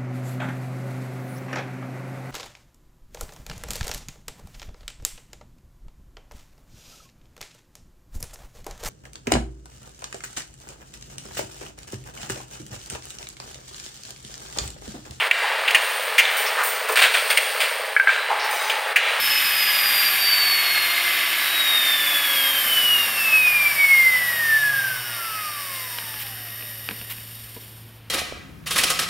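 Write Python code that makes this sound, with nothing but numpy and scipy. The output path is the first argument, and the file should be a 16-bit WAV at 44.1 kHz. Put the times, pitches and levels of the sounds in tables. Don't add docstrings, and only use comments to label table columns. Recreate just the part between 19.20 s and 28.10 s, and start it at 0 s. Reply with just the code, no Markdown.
import sys
import numpy as np
from scipy import signal
from scipy.fft import rfft, irfft, next_fast_len
from scipy.io import wavfile
from scipy.ndimage import uniform_filter1d, map_coordinates

SR = 44100
rng = np.random.default_rng(int(sys.argv[2]) if len(sys.argv) > 2 else 0)


def master_out(mix):
    frames = np.transpose(np.atleast_2d(mix))
    ceiling = np.clip(frames, -1, 1)
    pcm = np.round(ceiling * 32767).astype(np.int16)
    wavfile.write(sys.argv[1], SR, pcm)


N = 392475
TOP_HZ = 15700

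# time in seconds, shaft turns per second.
RUN_DOWN = [(0.0, 436.4), (0.6, 409.7), (1.1, 383.5), (1.4, 367.1), (1.7, 353.5), (2.35, 320.8),
            (3.25, 269.2), (4.35, 201.8), (5.05, 162.7), (5.6, 133.6), (6.1, 109.6), (6.5, 91.4),
            (7.0, 69.7), (7.5, 49.1), (8.0, 29.0), (8.5, 12.0), (8.9, 2.0)]
TONE_ORDERS = [2, 6, 7, 12, 24]
# level at top speed in dB, dB lost per octave of slowing.
TONE_LEVELS = [(3, -2), (-17.5, -3.5), (-18.5, 33), (0.57, 0.4), (-21, 4)]
# frequency in Hz, gain in dB.
RADIATION = [(200, -98), (500.0, -62.5), (1000.0, -48), (1700.0, -20.5), (3000.0, -26.0), (4400.0, -30.3),
             (5200.0, -30.5), (10000, -37)]
# centre and width in Hz, gain in dB.
TONE_PEAKS_AND_DIPS = [(1236.0, 370, 4), (1453, 130, -16), (1770, 127.0, 4), (1892, 160, -7),
                       (2152, 260, 9), (2295.0, 30, -20), (2535, 173, 8.4), (2732, 74, -11.5),
                       (2910, 200, 8.5), (3090, 71, -6.5), (3730, 180, 7.5), (4060, 163, -32),
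                       (4577, 360, 12.5), (4688, 55, -18)]
# time in seconds, offset in dB.
BRUSH_DRIFT = [(0, 0), (.8, 0.9), (1.8, -2.5), (3.3, 1.4), (4.2, 0), (5.1, .8), (5.8, -1.5), (6.6, 0.2),
               (7.3, -3.7), (8.25, .5), (8.5, -0.5), (8.72, -3.5)]
# turns per second, share in dB.
WHIRR_SHARE = [(10, -8), (55, -2), (100, -1), (170, -3), (260, -7), (420, -12)]
# frequency in Hz, gain in dB.
HISS_EQ = [(200, -18.5), (900, -19), (1900, -14.5), (3200, -5), (5400, -10), (7000, -10.5), (9000, -3.5),
           (9800, -3), (10800, -4), (13000, 0.5), (14200, -4), (15700, -12)]
WHIRR_EQ = [(250, -19), (550, -6.5), (1000, -26), (1800, -12), (2900, -2), (3700, -5.5), (4500, -1.5),
            (5600, 3), (7000, -7.5), (8800, 3.5), (9800, 4.5), (10800, 1.5), (13000, -1.5), (15700, 2)]
RATTLE_EQ = [(100, -50), (250, -22.5), (450, -16.5), (650, -9.5), (950, -10), (1500, -5), (2000, 1),
             (2900, 1), (3700, -2), (4800, -8.5), (7000, -15), (15000, -51)]
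SCUFF_EQ = [(400, -14), (1600, 0.5), (2800, 5), (6000, -8.5), (9000, -6), (13000, 4.5), (15700, 1)]
AIR_EQ = [(25, -11), (55, 0), (80, -5.5), (160, 4), (260, 0), (400, -2.5), (1000, -7), (3000, -7),
          (8000, -27), (15000, -24)]
# centre and width in Hz, gain in dB.
HOLDER_MODES = [(1890, 190, 17.5), (2950, 390, 2.5), (3643, 270, 10.5), (4410, 52, 2.5), (5170, 210, 2)]
# centre and width in Hz, gain in dB.
FRAME_EQ = [(1154, 240, 6), (1696, 240, 7.5), (1913, 64, -5.5), (2113, 133, 5.5), (2540, 91, 2.5),
            (3020, 170, 1.5), (3750, 81, 5), (4050, 117, -17), (4440, 300, 3), (6270, 326, -17),
            (7860, 360, -13.5), (10180, 235, -28)]
# centre and width in Hz, relative level in dB.
FRAME_MODES = [(1896, 100, 0), (2900, 260, -6.5), (3670, 110, -7), (9500, 780, -9), (12800, 850, -1)]
# shaft rate in Hz, level in dB.
TABLE_SHAKE = [(90, -72), (110, -54), (126, -46.5), (150, -52), (190, -57), (220, -53.5), (340, -52.5),
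               (436, -61.5)]
# start in seconds, peak of the sharp click in dB, peak of the dull thud in dB.
KNOCKS = [(6.786, -14, -58), (6.941, -20.5, -43), (7.068, -22, -47), (7.409, -24.5, -45), (7.425, -24, -42),
          (7.6889, -11.5, -31), (7.7103, -19, -33), (7.714, -26, -31), (7.814, -27, -36.5),
          (7.983, -27, -50), (8.365, -36, -32)]
# frequency in Hz, relative level in dB, seconds to fade by 60 dB.
CLICK_MODES = [(1300, -6, 0.0099), (1730, 8.5, 0.0055), (2250, 5.5, 0.0088), (2570, 7.5, 0.0071),
               (3070, 3, 0.011), (4520, 1, 0.0088), (5100, -10, 0.0073)]
THUD_MODES = [(230, -2, 0.074), (289, 2, 0.056), (394, -3, .07), (465, 1, 0.061), (704, -4, 0.07),
              (990, -5, 0.066)]
# centre in seconds, half length in seconds, level in dB.
SCUFFS = [(6.61, .015, -37), (7.015, 0.024, -31), (7.914, 0.018, -29.5)]
RUMBLES = [(5.15, 0.15, -59), (7.05, 0.18, -55), (8.2, 0.9, -55.5)]
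# time in seconds, level in dB.
HUM_RIDE = [(0, -65), (3, -64), (3.8, -56), (5.4, -50.5), (6.1, -52.5), (7.3, -45.5), (8.9, -46.5)]


def motor():
    speed = uniform_filter1d(curve(RUN_DOWN), size=6000, mode="nearest")
    turns = np.cumsum(speed) / SR
    brush_db = -25.5 + curve(BRUSH_DRIFT) + slowing_db(speed, db_per_octave=4.4, full_speed=232)
    carbon = brushes(speed, turns, brush_db) + commutator(speed, turns, brush_db)
    sliding = speed / np.hypot(speed, 2.7)
    rub = sliding * carbon + bearings(speed)
    tones, room_send = whine(speed, turns)
    return resonant(rub, FRAME_EQ) + frame_ring(speed), tones + unbalance(speed, turns), room_send


def whine(speed, turns, flutter_db=2.4, fast_flutter_db=1.5, waver_rad=0.43):
    play = np.sqrt(speed / speed.max())
    flutter = play * (flutter_db * wobble(45) + fast_flutter_db * wobble(170))
    waver = waver_rad * play * wobble(70)
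    direct, room_send = np.zeros(N), np.zeros(N)
    for order, (db, db_per_octave) in zip(TONE_ORDERS, TONE_LEVELS):
        hz = order * speed
        level_db = db + slowing_db(speed, db_per_octave, speed.max()) + along(RADIATION, hz) + flutter
        tone = amp(level_db) * np.sqrt(2) * np.sin(2 * np.pi * order * turns + waver)
        eq_db = peaks_db(TONE_PEAKS_AND_DIPS, hz)
        direct += amp(eq_db) * tone
        room_send += amp(np.minimum(eq_db, 0)) * tone
    return direct, room_send


def brushes(speed, turns, brush_db, throb_db=1.17, oval_db=1.2):
    angle = 2 * np.pi * turns
    pressure = amp(brush_db + throb_db * np.sin(angle) + oval_db * np.sin(2 * angle) + 0.65 * wobble(25))
    share = amp(np.interp(speed, *np.transpose(WHIRR_SHARE)))
    bumps = metal_ring(worn_track(speed, turns))
    whirr = share * coloured(resonant(bumps, HOLDER_MODES), WHIRR_EQ)
    hiss = np.sqrt(1 - share ** 2) * coloured(rng.standard_normal(N), HISS_EQ)
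    return pressure * (hiss + whirr)


def worn_track(speed, turns, count=384):
    order = np.arange(count // 2 + 1)
    comb_db = -8 * (order % 2) + 1.5 * (order % 8 == 0) + 1.5 * rng.standard_normal(len(order))
    profile = irfft(amp(comb_db) * np.exp(2j * np.pi * rng.random(len(order))), count)
    passes = np.arange(int(turns[-1]) + 1)[:, None] + np.arange(count) / count
    when = np.interp(passes, turns, np.arange(N), right=N).ravel()
    height = np.broadcast_to(profile, passes.shape).ravel()
    sample, fraction = when.astype(int), when % 1
    bumps = np.bincount(sample, height * (1 - fraction), N)[:N]
    bumps += np.bincount(sample + 1, height * fraction, N)[:N]
    return unit(bumps / np.sqrt(speed))


def metal_ring(x, t60=0.057, wet_db=-4):
    t = np.arange(SR // 10) / SR
    tail = rng.standard_normal(len(t)) * amp(-60 * t / t60)
    return x + amp(wet_db) * convolved(x, tail)


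def commutator(speed, turns, brush_db, bars=16, overtones=16, ring_hz=12660, width_hz=1400, floor_db=-33.5):
    ticks = np.zeros(N)
    skip = wobble(60)
    runout = 0.09 * np.sin(2 * np.pi * turns)
    for k in range(1, overtones + 1):
        order = bars * k
        hz = order * speed
        gain = amp(floor_db) + bell(hz, ring_hz, width_hz)
        phase = 2 * np.pi * order * turns + k * runout + 0.5 * np.roll(skip, k * SR)
        ticks += (hz < TOP_HZ) * gain * np.sin(phase)
    return amp(brush_db + 1.4 * wobble(30)) * (speed / speed.max()) ** 0.44 * ticks


def bearings(speed, chatter_db=1.5, dull_hz=1630):
    bright = coloured(rng.standard_normal(N) * amp(chatter_db * wobble(700)), RATTLE_EQ)
    dull = unit(filtered(bright, lambda hz: 1 / (1 + (hz / dull_hz) ** 2)))
    fast = np.interp(speed, [150, 330], [0, 1])
    level_db = -24.3 + slowing_db(speed, db_per_octave=9.6, full_speed=345) + 0.22 * wobble(21.9)
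    return amp(level_db) * (fast * bright + (1 - fast) * dull)


def frame_ring(speed, peak_db=-39, peak_speed=52, width_octaves=0.84):
    def response(hz):
        return sum(amp(db) * bell(hz, centre, width) for centre, width, db in FRAME_MODES)
    swell = np.exp(-(np.log2(speed / peak_speed) / width_octaves) ** 2)
    return amp(peak_db) * swell * unit(filtered(rng.standard_normal(N), response))


def unbalance(speed, turns):
    level_db = along(TABLE_SHAKE, speed) + 1.15 * wobble(18)
    return amp(level_db) * np.sqrt(2) * np.sin(2 * np.pi * turns + 0.15 * wobble(25))


def handling():
    knocks, t = np.zeros(N + SR), np.arange(SR // 4) / SR
    for start, click_db, thud_db in KNOCKS:
        for modes, peak_db in (CLICK_MODES, click_db), (THUD_MODES, thud_db):
            ring = np.zeros(len(t))
            for hz, db, t60 in modes:
                attack = 1 - np.exp(-2 * hz * t)
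                decay = amp(db + rng.normal(0, 2.0) - 60 * t / t60)
                ring += attack * decay * np.sin(2 * np.pi * hz * rng.normal(1, 0.074) * t)
            knocks[round(start * SR):][:len(t)] += amp(peak_db) * ring / np.abs(ring).max()
    scuffs = swells(SCUFFS) * coloured(rng.standard_normal(N), SCUFF_EQ)
    return knocks[:N] + scuffs


def room(x, t60, wet_db):
    t = np.arange(SR // 3) / SR
    tail = rng.standard_normal(len(t)) * amp(-60 * t / t60) * (t > 0.003)
    return amp(wet_db) * convolved(x, tail)


def rumble():
    return swells(RUMBLES) * coloured(rng.standard_normal(N), [(25, -11), (70, 6), (300, -15), (1500, -70)])


def room_tone(hum_hz=111.8, octave_db=-16.5, air_db=-51.5):
    hum_db = curve(HUM_RIDE)
    phase = 2 * np.pi * hum_hz * np.arange(N) / SR + 0.17 * wobble(5.4)
    hum = np.sqrt(2) * (np.sin(phase) + amp(octave_db) * np.sin(2 * phase + 0.6 * wobble(11)))
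    air = coloured(rng.standard_normal(N), AIR_EQ)
    return amp(hum_db + 0.8 * wobble(7.4)) * hum + amp(air_db + 0.16 * (hum_db - hum_db.max())) * air


def amp(db):
    return 10 ** (np.asarray(db) / 20)


def unit(x):
    return x / np.sqrt(np.mean(x ** 2) + 1e-20)


def curve(rows):
    return np.interp(np.arange(N) / SR, *np.transpose(rows))


def wobble(rate):
    return map_coordinates(rng.standard_normal(int(N * rate / SR) + 4), [np.arange(N) * rate / SR])


def swells(rows):
    t = np.arange(N) / SR
    return sum(amp(db) * np.exp(-((t - centre) / half) ** 4) for centre, half, db in rows)


def slowing_db(speed, db_per_octave, full_speed):
    return db_per_octave * np.log2(np.minimum(speed / full_speed, 1))


def along(points, hz):
    point_hz, value = np.transpose(points)
    return np.interp(np.log(hz + 1), np.log(point_hz), value)


def bell(hz, centre, width):
    return 1 / (1 + (2 * (hz - centre) / width) ** 2)


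def peaks_db(modes, hz):
    return sum(db * bell(hz, centre, width) for centre, width, db in modes)


def filtered(x, response):
    size = next_fast_len(N + SR // 2)
    return irfft(rfft(x, size) * response(np.fft.rfftfreq(size, 1 / SR)), size)[:N]


def coloured(x, points):
    return unit(filtered(x, lambda hz: amp(along(points, hz))))


def resonant(x, modes):
    return filtered(x, lambda hz: amp(peaks_db(modes, hz)))


def convolved(x, tail):
    return signal.fftconvolve(x, tail / np.linalg.norm(tail))[:N]


def scene():
    rub, tones, room_send = motor()
    near = rub + handling()
    walls = room(near, t60=0.58, wet_db=-11.5) + room(room_send, t60=0.61, wet_db=-9)
    mono = near + tones + walls + rumble() + room_tone()
    return np.array([mono, mono])


def record(dry):
    return np.array([filtered(channel, lambda hz: hz < TOP_HZ) for channel in dry])


dry = scene()
out = record(dry)
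master_out(out)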